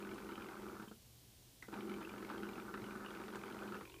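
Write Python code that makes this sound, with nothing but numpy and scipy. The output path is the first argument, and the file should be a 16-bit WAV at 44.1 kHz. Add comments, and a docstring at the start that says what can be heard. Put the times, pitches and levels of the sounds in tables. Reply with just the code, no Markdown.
"""Over a quiet room's rumble, hiss and mains hum, small servos move a flap on a model plane's wing.
The radio kicks each motor once per control frame: the hollow wing drums and drones, the gears rattle,
a servo holding its load hums and ticks, some ticks ringing out, the hinge clicks and slack knocks.
After a pause a tooth bites and a longer run follows, with one low bump as the wing gives.
The flap stops, and the holding servo buzzes on."""
import sys
import numpy as np
from scipy import signal
from scipy.fft import rfft, irfft, next_fast_len
from scipy.io import wavfile
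from scipy.ndimage import map_coordinates

SR = 44100
rng = np.random.default_rng(int(sys.argv[2]) if len(sys.argv) > 2 else 0)


def wav_record(signal):
    """Record a signal, one row per channel, as 16-bit PCM in the file named by sys.argv[1]."""
    frames = np.transpose(np.atleast_2d(signal))
    bounded = np.clip(frames, -1, 1)
    # unit amplitude maps onto the largest positive 16-bit level
    quanta = np.round(bounded * 32767).astype(np.int16)
    wavfile.write(sys.argv[1], SR, quanta)


N = 176400
FRAME_S = .022  # the radio's control frame

# body of the hollow wing: f/Hz, level/dB
WING_BODY = [(30, -49.5), (100, -21.5), (160, -14.5), (205, -2), (250, -1.5), (285, -7.5), (330, -1.5),
             (400, -6.5), (480, -12.5), (650, -27.5), (1000, -25.5), (3000, -84.5)]
# tone of a short scrape: f/Hz, level/dB
SCRAPE_TONE = [(200, -26), (700, 10.5), (1500, 15), (2400, -8), (3700, 2.5), (5500, -14.5), (14000, -33)]


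def amp(db):
    """Decibels to gain."""
    return 10 ** (np.asarray(db) / 20)


def unit(x):
    """Scale to rms 1."""
    return x / np.sqrt(np.mean(x ** 2) + 1e-20)


def along(points, hz):
    """Read a curve of (f/Hz, value) points on a log frequency axis."""
    f, values = np.transpose(points)
    return np.interp(np.log(hz + 1), np.log(f + 1), values)


def clock():
    """Time of each sample in seconds."""
    return np.arange(N) / SR


def wobble(rate):
    """A smooth random curve, rate knots a second."""
    return map_coordinates(rng.standard_normal(1024), [clock() * rate], mode="wrap")


def colour(x, spectrum, size=8192):
    """Minimum-phase EQ through (f/Hz, level/dB) points."""
    cepstrum = irfft(np.log(amp(along(spectrum, np.fft.rfftfreq(size, 1 / SR)))))
    cepstrum[1:size // 2] *= 2
    cepstrum[size // 2 + 1:] = 0
    return signal.fftconvolve(x, irfft(np.exp(rfft(cepstrum))))[:len(x)]


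def add(track, s, sound):
    """Mix a sound in at time s."""
    i = max(0, round(s * SR))
    track[i:i + len(sound)] += sound[:max(0, N - i)]


def contact(t60, hard, size=4096):
    """A hard first impact and a short rattle after it."""
    t = np.arange(size) / SR
    rattle = rng.standard_normal(size) * amp(-60 * t / t60)
    return rattle / np.linalg.norm(rattle) + hard * (t == 0)


def blow(spectrum, t60, hard):
    """One contact heard through a body, scaled to peak 1."""
    sound = colour(contact(t60, hard), spectrum)
    return sound / abs(sound).max()


def kicks(slots, t60, hard, scatter_db, jitter_s):
    """One contact per frame in every (t/s, level/dB) slot, each of its own strength."""
    track = np.zeros(N)
    for slot, db in slots:
        for frame in np.arange(0, N / SR, FRAME_S):
            onset = frame + slot + jitter_s * rng.normal()
            strength = amp(db + scatter_db * np.clip(rng.normal(), -2, 2))
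            add(track, onset, strength * contact(t60, hard))
    return track


def partials(levels, first, waver_db, smear, rate):
    """Unsteady partials at rms 1, on multiples of half the frame rate from the first given upward."""
    base_phase = np.pi * clock() / FRAME_S
    tone = np.zeros(N)
    for k, db in enumerate(levels, first):
        gain = amp(db + waver_db * wobble(rate))
        tone += gain * np.sin(k * base_phase + smear * wobble(rate) + 2 * np.pi * rng.random())
    return unit(tone)


def tooth_ring(hz, t60=.016, size=2048):
    """A tooth's brief, rough ring, with a soft attack."""
    t = np.arange(size) / SR
    roughness = .12 * np.cumsum(rng.standard_normal(size))
    return np.sin(2 * np.pi * hz * t + roughness) * amp(-60 * t / t60) * (1 - np.exp(-t / .0022))


def effort(ramp_s=.048):
    """Two envelopes, for wing and gears, open while the flap travels."""
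    # one list per run: t/s, wing level/dB, gear level/dB
    runs = [
        [(0, -50.5, -60), (.13, -47.5, -58), (.19, -51.5, -59.5), (.25, -51, -57), (.3, -55.5, -60.5),
         (.4, -53, -60.5), (.45, -51, -60), (.52, -55, -59), (.62, -51.5, -59), (.73, -49.5, -59.5),
         (.84, -62, -60.5)],
        [(1.725, -55, -56.5), (1.79, -45, -57), (1.93, -45.5, -60), (2.1, -51.5, -59), (2.21, -49.5, -60.5),
         (2.32, -53, -54.5), (2.4, -47, -61), (2.56, -49.5, -56), (2.68, -51.5, -59.5), (2.77, -49, -63),
         (2.83, -49, -58), (2.96, -51.5, -57.5), (3.06, -52, -59.5), (3.17, -52.5, -56.5), (3.3, -51, -61.5),
         (3.55, -52, -56.5), (3.73, -48, -57), (3.81, -53.5, -61)],
    ]
    t, gains = clock(), np.zeros((2, N))
    for run in runs:
        times, *levels = np.transpose(run)
        gate = np.clip(1 + np.minimum(t - times[0], times[-1] - t) / ramp_s, 0, 1)
        gains += [gate * amp(np.interp(t, times, db)) for db in levels]
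    return gains


def room_tone():
    """A bed of rumble, hiss and faintly wavering mains hum."""
    # rumble and hiss: f/Hz, level/dB
    air = [(15, -61), (28, -21), (42, -1), (65, -1), (90, -8.5), (125, -2), (160, -9.5), (200, -12),
           (340, -13.5), (600, -20), (1300, -26.5), (2000, -26), (3000, -21.5), (4400, -21.5),
           (8000, -23.5), (15000, -24.5)]
    # hum partials: f/Hz, level/dB
    mains = [(59.5, -80.5), (119.5, -72.5)]
    hum = np.zeros(N)
    for hz, db in mains:
        peak = np.sqrt(2) * amp(db + .67 * wobble(7))
        hum += peak * np.sin(2 * np.pi * hz * clock() + .41 * wobble(3.2))
    return amp(-63) * unit(colour(rng.standard_normal(N), air)) + hum


def wing_drone():
    """The hollow wing drones on multiples of half the frame rate."""
    # partials 8 to 20: level/dB
    levels = [-16.5, 1, -11, -16.5, -17.5, -9, -14, -6, -4.5, -5.5, -15, -18.5, -16]
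    wing_gain, _ = effort()
    return wing_gain * amp(-2.5) * partials(levels, first=8, waver_db=1.5, smear=.35, rate=13)


def driving_servos():
    """Each motor kick thumps the wing and rattles the gears; gears and linkage grind in uneven swells."""
    # motor kicks within a frame: t/s, level/dB
    slots = [(.0055, 0.5), (.0118, -5), (.0155, -2), (0.00262, -2.5), (.019, -3.5)]
    # gear chatter: f/Hz, level/dB
    gear_tone = [(100, -24.5), (350, 0), (560, 1.5), (680, -2.5), (790, 2.5), (930, 2), (1030, -5),
                 (1230, -3.5), (1520, -7), (1750, -18.5), (1880, -8), (2300, -11.5), (3200, -21.5),
                 (4500, -20), (8000, -35), (15000, -37)]
    # linkage rasp: f/Hz, level/dB
    rasp_tone = [(100, -43), (700, -27), (1050, -5.5), (1220, 0.5), (1400, -0.5), (1530, 0), (1640, -13.5),
                 (1750, -5), (1880, -41.5), (2300, -34), (8000, -55.5)]
    wing_gain, gear_gain = effort()
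    wing_hits = kicks(slots, t60=.017, hard=.43, scatter_db=3.5, jitter_s=.00061)
    thumps = unit(colour(wing_hits, WING_BODY))
    swell = amp(1.1 * np.clip(wobble(38), -2, 1.5))
    gear_hits = kicks(slots, t60=.028, hard=.32, scatter_db=2, jitter_s=.0004)
    chatter = unit(swell * colour(gear_hits, gear_tone))
    rasp_swell = swell * amp(wobble(21.79))
    rasp_hits = kicks(slots, t60=.019, hard=.59, scatter_db=5, jitter_s=.00043)
    rasp = unit(rasp_swell * colour(rasp_hits, rasp_tone))
    return wing_gain * amp(-7.7) * thumps + gear_gain * (amp(-1) * chatter + rasp)


def holding_servo(slot_s=.0032, tick_hz=2534, scatter_db=3):
    """A loaded servo hums, whines and ticks in its case once a frame, each tick at its own pitch."""
    # the servo's envelope: t/s, level/dB
    envelope = [(0, -62.5), (.3, -63), (.62, -62), (.8, -80), (.95, -100), (1.66, -100), (1.76, -68),
                (1.92, -64.5), (2.15, -64), (2.55, -61.5), (2.68, -73.5), (2.86, -58.5), (2.98, -87),
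                (3.08, -61.5), (3.5, -60), (3.8, -64), (3.87, -62), (4, -62)]
    # body of its case: f/Hz, level/dB
    case_body = [(100, -54), (280, -18), (390, -15), (480, 11), (700, -3), (920, 5.5), (1070, -3),
                 (1250, -15), (1500, -4), (1950, -2.5), (2370, 1), (2750, -12), (3300, -3.5), (4500, -15.5),
                 (8000, -24.5), (15000, -34)]
    # hum partials 13 to 19: level/dB
    hum_levels = [-0.5, -10.5, -3, -10, -0.5, -5.5, -6.5]
    # whine partials 41 to 47: level/dB
    whine_levels = [-6, 0, -6, -7, 0, 5, 8]
    gain = amp(np.interp(clock(), *np.transpose(envelope)))
    ticks = kicks([(slot_s, 0)], t60=.022, hard=.08, scatter_db=scatter_db, jitter_s=.00022)
    case = unit(colour(ticks, case_body))
    teeth = np.zeros(N)
    for s in np.arange(slot_s, N / SR, FRAME_S):
        strength = amp(scatter_db * np.clip(rng.normal(), -2, 1))
        add(teeth, s, strength * tooth_ring(tick_hz * np.exp(.13 * rng.normal())))
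    hum = partials(hum_levels, first=13, waver_db=4, smear=.85, rate=20)
    whine = partials(whine_levels, first=41, waver_db=5, smear=2.2, rate=40)
    return gain * (amp(-5.5) * case + amp(-8.5) * unit(teeth) + amp(-1) * hum + amp(-9) * whine)


def loud_servo_ticks(case_hz=3035):
    """The holding servo's loudest ringing ticks; the case rings along."""
    # loud ticks: t/s, relative level/dB, ring f/Hz
    ticks = [(0.0243, -48, 2310), (0.0468, -50, 2350), (0.0902, -50, 2100), (0.1126, -47, 2370),
             (0.2882, -51, 2830), (0.3187, -48, 2260), (0.3546, -45, 3050), (0.4199, -49, 2400),
             (0.4424, -52, 2250), (0.4858, -48, 2040), (0.6843, -51, 2340), (0.8819, -51, 3110),
             (1.7399, -45, 2500), (1.8063, -44, 2360), (1.8946, -44, 2210), (1.916, -46, 2070),
             (1.939, -43, 2340), (2.0263, -49, 1980), (2.0487, -44, 2680), (2.0926, -44, 2350),
             (2.1799, -49, 2240), (2.2238, -49, 2000), (2.2468, -45, 2170), (2.2907, -47, 2230),
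             (2.378, -50, 3180), (2.4309, -48, 2410), (2.4887, -47, 2360), (2.5321, -51, 2830),
             (2.5985, -45, 2440), (2.7392, -47, 1950), (2.7746, -48, 2020), (2.818, -49, 2220),
             (2.8409, -46, 2170), (2.9068, -48, 2360), (3.0609, -44, 2870), (3.1487, -47, 2450),
             (3.237, -49, 2450), (3.4351, -44, 2360), (3.4645, -50, 1980), (3.4999, -49, 2330),
             (3.5882, -49, 2450), (3.6765, -48, 2430), (3.7429, -48, 2680), (3.8531, -49, 2400),
             (3.897, -50, 2380), (3.9409, -50, 2350)]
    track = np.zeros(N)
    for s, db, hz in ticks:
        ring = tooth_ring(hz) + amp(-8) * tooth_ring(case_hz * np.exp(.1 * rng.normal()))
        add(track, s, amp(db - 2.7) * ring / abs(ring).max())
        add(track, s, amp(db - 5.5) * blow(SCRAPE_TONE, t60=.025, hard=.17))
    return track


def hinge_clicks():
    """The flap's hinge gives thin, bright clicks."""
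    # clicks: t/s, relative level/dB
    clicks = [(0.1431, -55), (1.6242, -54), (2.9587, -57), (3.3553, -51), (3.7514, -56)]
    # tone of the hinge: f/Hz, level/dB
    hinge_tone = [(500, -32), (2500, -12), (4000, 1), (5500, 3), (6500, 4), (7700, 6), (10000, -4),
                  (15000, -22)]
    track = np.zeros(N)
    for s, db in clicks:
        add(track, s, amp(db - 1) * blow(hinge_tone, t60=.04, hard=.15))
    return track


def slack_knocks():
    """Slack in gears and linkage takes up with a knock, and each knock comes with a soft, even thump of the
    wing."""
    # knocks: t/s, relative level/dB
    knocks = [(0.18, -43), (0.29, -43), (0.319, -44), (0.378, -41), (0.408, -43), (0.487, -41),
              (0.797, -42.5), (0.825, -45.5), (0.875, -55), (0.913, -52), (1.683, -48), (1.727, -44),
              (1.739, -42), (2.012, -42), (2.138, -43), (2.226, -43), (2.299, -36), (2.322, -44),
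              (2.342, -43), (2.431, -38), (2.487, -42), (2.579, -43), (2.74, -38), (2.774, -43),
              (2.908, -43), (2.959, -43), (3.047, -43), (3.157, -42), (3.2, -42), (3.282, -42),
              (3.335, -42), (3.356, -39), (3.434, -48), (3.509, -44), (3.686, -45), (3.722, -41),
              (3.752, -43), (3.81, -44)]
    # body of the linkage: f/Hz, level/dB
    linkage_body = [(80, -20), (300, 5.5), (650, -21), (950, -1.5), (1120, -7), (1270, 2), (1550, -0.5),
                    (1950, -16), (3000, -18), (5000, -29), (14000, -76)]
    track = np.zeros(N)
    for s, db in knocks:
        add(track, s, amp(db + .5) * blow(linkage_body, t60=.055, hard=.08))
        add(track, s, amp(-45.5) * blow(WING_BODY, t60=.028, hard=1))
    return track


def gear_bite(at_s=1.6248, t60=.18):
    """Ahead of the second run a tooth bites, scrapes briefly and nudges the wing."""
    track, ring = np.zeros(N), tooth_ring(hz=2040)
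    add(track, at_s, amp(-44) * ring / abs(ring).max())
    add(track, at_s, amp(-53) * blow(SCRAPE_TONE, t60, hard=.16))
    add(track, at_s, amp(-57) * blow(WING_BODY, t60, hard=.27))
    return track


def wing_flex(at_s=2.82, hz=123.6, t60=.12):
    """The wing gives under the flap's load with one soft, low bump."""
    track, t = np.zeros(N), np.arange(SR // 4) / SR
    envelope = amp(-44.5 - 60 * t / t60) * (1 - np.exp(-t / .0047))
    add(track, at_s, envelope * np.sin(2 * np.pi * hz * t))
    return track


def reverb(x):
    """The room's short tail, dying fastest in the mids."""
    # room decay: f/Hz, t60/s
    decay = [(150, 0.38), (1000, 0.086), (4000, 0.36), (12000, 0.19)]
    hz, t, noise = signal.stft(rng.standard_normal(SR // 2), SR, nperseg=256)
    tail = signal.istft(noise * amp(-60 * t / along(decay, hz)[:, None]), SR, nperseg=256)[1]
    predelayed = np.pad(x, (SR // 200, 0))
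    return signal.fftconvolve(predelayed, tail / np.linalg.norm(tail))[:N]


def scene():
    """Mono mix: the mechanism feeds the reverb, while the wing's drone and bump stay dry."""
    rattle = driving_servos() + holding_servo()
    rattle += slack_knocks() + loud_servo_ticks() + hinge_clicks() + gear_bite()
    return (wing_drone() + wing_flex() + rattle + amp(-7) * reverb(rattle) + room_tone())[None]


def record(dry, top_hz=15400):
    """A brick-wall high cut."""
    size = next_fast_len(N + SR // 2)
    passband = np.fft.rfftfreq(size, 1 / SR) < top_hz
    return irfft(rfft(dry, size) * passband, size)[..., :N]


dry = scene()
out = record(dry)
wav_record(out)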